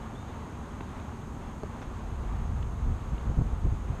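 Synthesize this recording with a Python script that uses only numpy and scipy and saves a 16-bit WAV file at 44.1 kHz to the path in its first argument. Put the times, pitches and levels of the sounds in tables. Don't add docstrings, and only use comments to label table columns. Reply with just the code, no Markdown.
import sys
import numpy as np
from scipy.fft import rfft, irfft, next_fast_len
from scipy.io import wavfile
from scipy.ndimage import uniform_filter1d, map_coordinates

SR = 44100
rng = np.random.default_rng(int(sys.argv[2]) if len(sys.argv) > 2 else 0)


def inscribe(sig):
    pcm = np.round(np.clip(np.atleast_2d(sig).T, -1, 1) * 32767)
    wavfile.write(sys.argv[1], SR, pcm.astype(np.int16))


N = 176400
T = np.arange(N) / SR


def amp(db):
    return 10 ** (np.asarray(db) / 20)


def unit(x):
    return x / np.sqrt(np.mean(x ** 2) + 1e-20)


def filtered(x, response):
    size = next_fast_len(N + 8192)
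    return irfft(rfft(x, size) * response(np.fft.rfftfreq(size, 1 / SR)), size)[:N]


def noise(spectrum):
    f, db = np.transpose(spectrum)
    white = rng.standard_normal(N)
    return unit(filtered(white, lambda hz: amp(np.interp(np.log(hz + 1), np.log(f), db))))


def fader(points):
    return np.interp(T, *np.transpose(points))


def wobble(rate):
    return map_coordinates(rng.standard_normal(400), [T * rate], mode="mirror")


def even(x, seconds):
    power = uniform_filter1d(x * x, max(int(seconds * SR), 2))
    return x / np.sqrt(np.abs(power) + 1e-6)


def hiss():
    # f/Hz, level/dB
    hiss_eq = [(1000, 6.5), (3500, 2), (5200, -2.5), (7300, 4.5), (9200, 1), (10300, -9.5), (11500, -3.5),
               (13000, -7.5), (14000, -38)]
    port_hz, width_hz = 6500, 320
    resonance = lambda hz: 1j * hz * width_hz / (port_hz ** 2 - hz * hz + 1j * hz * width_hz)
    port = unit(filtered(rng.standard_normal(N), resonance))
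    return amp(-65) * noise(hiss_eq) + amp(-67.5) * port


def traffic():
    # f/Hz, level/dB
    rumble_eq = [(12, -27), (25, -6), (50, -2.5), (78, 2.5), (100, -3), (150, -5), (185, -13), (290, -14.5),
                 (380, -13), (520, -19.5), (900, -30.5), (3000, -89)]
    drone_eq = [(80, -62), (180, -5), (230, 0), (270, -7.5), (330, -16.5), (1500, -120)]
    tyre_eq = [(150, -45), (450, -8), (650, -2), (900, 1), (1150, 0), (1450, -6.5), (1900, -12),
               (2700, -17), (3800, -21.5), (4800, -28.5), (9000, -46)]
    # t/s, level/dB
    drone_ride = [(0, -49), (.6, -46.5), (1.3, -46), (2.1, -47.5), (4, -49)]
    tyre_ride = [(0, -47.5), (.7, -47), (1.3, -48.5), (2.3, -48), (3.1, -49), (4, -48.5)]
    engines = amp(-40.5 + 0.38 * wobble(4.93)) * even(noise(rumble_eq), seconds=0.21)
    drone = amp(fader(drone_ride)) * even(noise(drone_eq), seconds=0.15)
    tyres = amp(fader(tyre_ride) + 0.99 * wobble(9.63)) * noise(tyre_eq)
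    return engines + drone + tyres


def bird():
    # t/s, length/s, level/dB
    chirps = [(0.147, 0.11, -59.5), (0.264, 0.078, -66)]
    pitch_hz, rise_hz, rise_s, flutter_db = 3635, 380, 0.015, 3
    out = np.zeros(N)
    for start, length, db in chirps:
        t = np.clip(T - start, 0, length)
        hz = pitch_hz - rise_hz * np.exp(-t / rise_s)
        envelope = amp(db + flutter_db * wobble(128.3)) * np.sin(np.pi * np.sqrt(t / length))
        out += envelope * np.sin(2 * np.pi * np.cumsum(hz) / SR)
    return out


def ticks():
    # t/s, level/dB, band centre/Hz, length/s, treble roll-off/Hz
    contacts = [(0.809, -37, 970, 0.0028, 4170), (1, -52.5, 2300, 0.004, 4300),
                (2.629, -49, 3700, 0.0041, 3870), (3.182, -48.5, 2100, 0.0038, 3900)]
    half_width_octaves = 0.85
    out = np.zeros(N)
    for at, db, centre_hz, length, top_hz in contacts:
        bell = lambda hz: 1 / (1 + (np.log2((hz + 1) / centre_hz) / half_width_octaves) ** 2)
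        colour = lambda hz: bell(hz) / (1 + (hz / top_hz) ** 10)
        band = unit(filtered(rng.standard_normal(N), colour))
        out += amp(db) * even(band, length) * np.exp(-2 * ((T - at) / length) ** 2)
    return out


def scuff():
    # t/s, length/s, level/dB
    strokes = [(1.825, 0.015, -45)]
    # f/Hz, level/dB
    scrape_eq = [(250, -11), (700, 10.5), (1400, -5), (2200, -4), (3700, -9.5), (4700, -18), (6300, -12),
                 (8000, -35)]
    envelope = sum(amp(db) * np.exp(-2 * ((T - at) / length) ** 2) for at, length, db in strokes)
    grit = amp(2 * wobble(300))
    return envelope * grit * noise(scrape_eq)


def knocks():
    # t/s, level/dB, pitch/ratio to the modes
    hits = [(0.811, -34, .5), (1.366, -35.5, 0.6), (1.634, -26.5, 0.96)]
    # f/Hz, level/dB, t60/s
    modes = [(354, -7, 0.031), (430, 5, 0.027), (623, 2.5, 0.026), (800, -2, .02)]
    # f/Hz, level/dB
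    crack_eq = [(300, -10), (1500, 2), (3000, 5), (4800, 1), (6500, -1), (9000, -12), (12000, -40)]
    attack_s, crack_t60_s = 0.001, 0.009
    snap = even(noise(crack_eq), seconds=0.001)
    out = np.zeros(N)
    for start, level, pitch in hits:
        t = np.maximum(T - start, 0)
        ring = sum(amp(db - 60 * t / t60) * np.sin(2 * np.pi * pitch * hz * t) for hz, db, t60 in modes)
        attack = 1 - np.exp(-t / attack_s)
        crack = pitch ** 2 * snap * amp(-19 - 60 * t / crack_t60_s) * (t > 0)
        out += amp(level) * (ring * attack + crack)
    return out


def wind():
    # t/s, level/dB
    breeze_ride = [(0, -65), (1.85, -42.5), (2.1, -36.5), (2.3, -31.5), (2.62, -30), (2.76, -36),
                   (3.1, -37.5), (3.45, -35.5), (3.8, -33.5), (4, -37)]
    # peak t/s, length/s, level/dB
    gusts = [(2.88, 0.092, -25), (3.138, 0.029, -24.5), (3.272, 0.037, -26), (3.306, 0.033, -25.5),
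             (3.389, 0.027, -21), (3.416, 0.012, -19), (3.47, 0.041, -29), (3.538, 0.021, -25),
             (3.661, 0.04, -21.5), (3.727, 0.043, -26), (3.905, 0.013, -26)]
    # f/Hz, level/dB
    buffet_eq = [(10, -20), (25, -7.5), (42, 3), (62, 0.5), (115, -7.5), (180, -16.5), (250, -26),
                 (400, -44), (2000, -110)]
    eddy_eq = [(60, -30), (170, 0), (380, -8), (580, -16.5), (900, -20.5), (2000, -57), (6000, -90)]
    strong_flow_db, eddy_growth = -24.5, 2.6
    power = amp(fader(breeze_ride)) ** 2
    for at, length, db in gusts:
        power += amp(db) ** 2 * np.exp(-(2 * (T - at) / length) ** 2)
    flow = np.sqrt(power)
    eddies = amp(-42) * (flow / amp(strong_flow_db)) ** eddy_growth * noise(eddy_eq)
    buffeting = flow * even(noise(buffet_eq), seconds=0.041)
    return buffeting + eddies


def scene():
    return (traffic() + hiss() + wind() + ticks() + scuff() + knocks() + bird())[None]


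def record(dry):
    cutoff_hz = 14320
    return filtered(dry[0], lambda hz: hz < cutoff_hz)[None]


dry = scene()
out = record(dry)
inscribe(out)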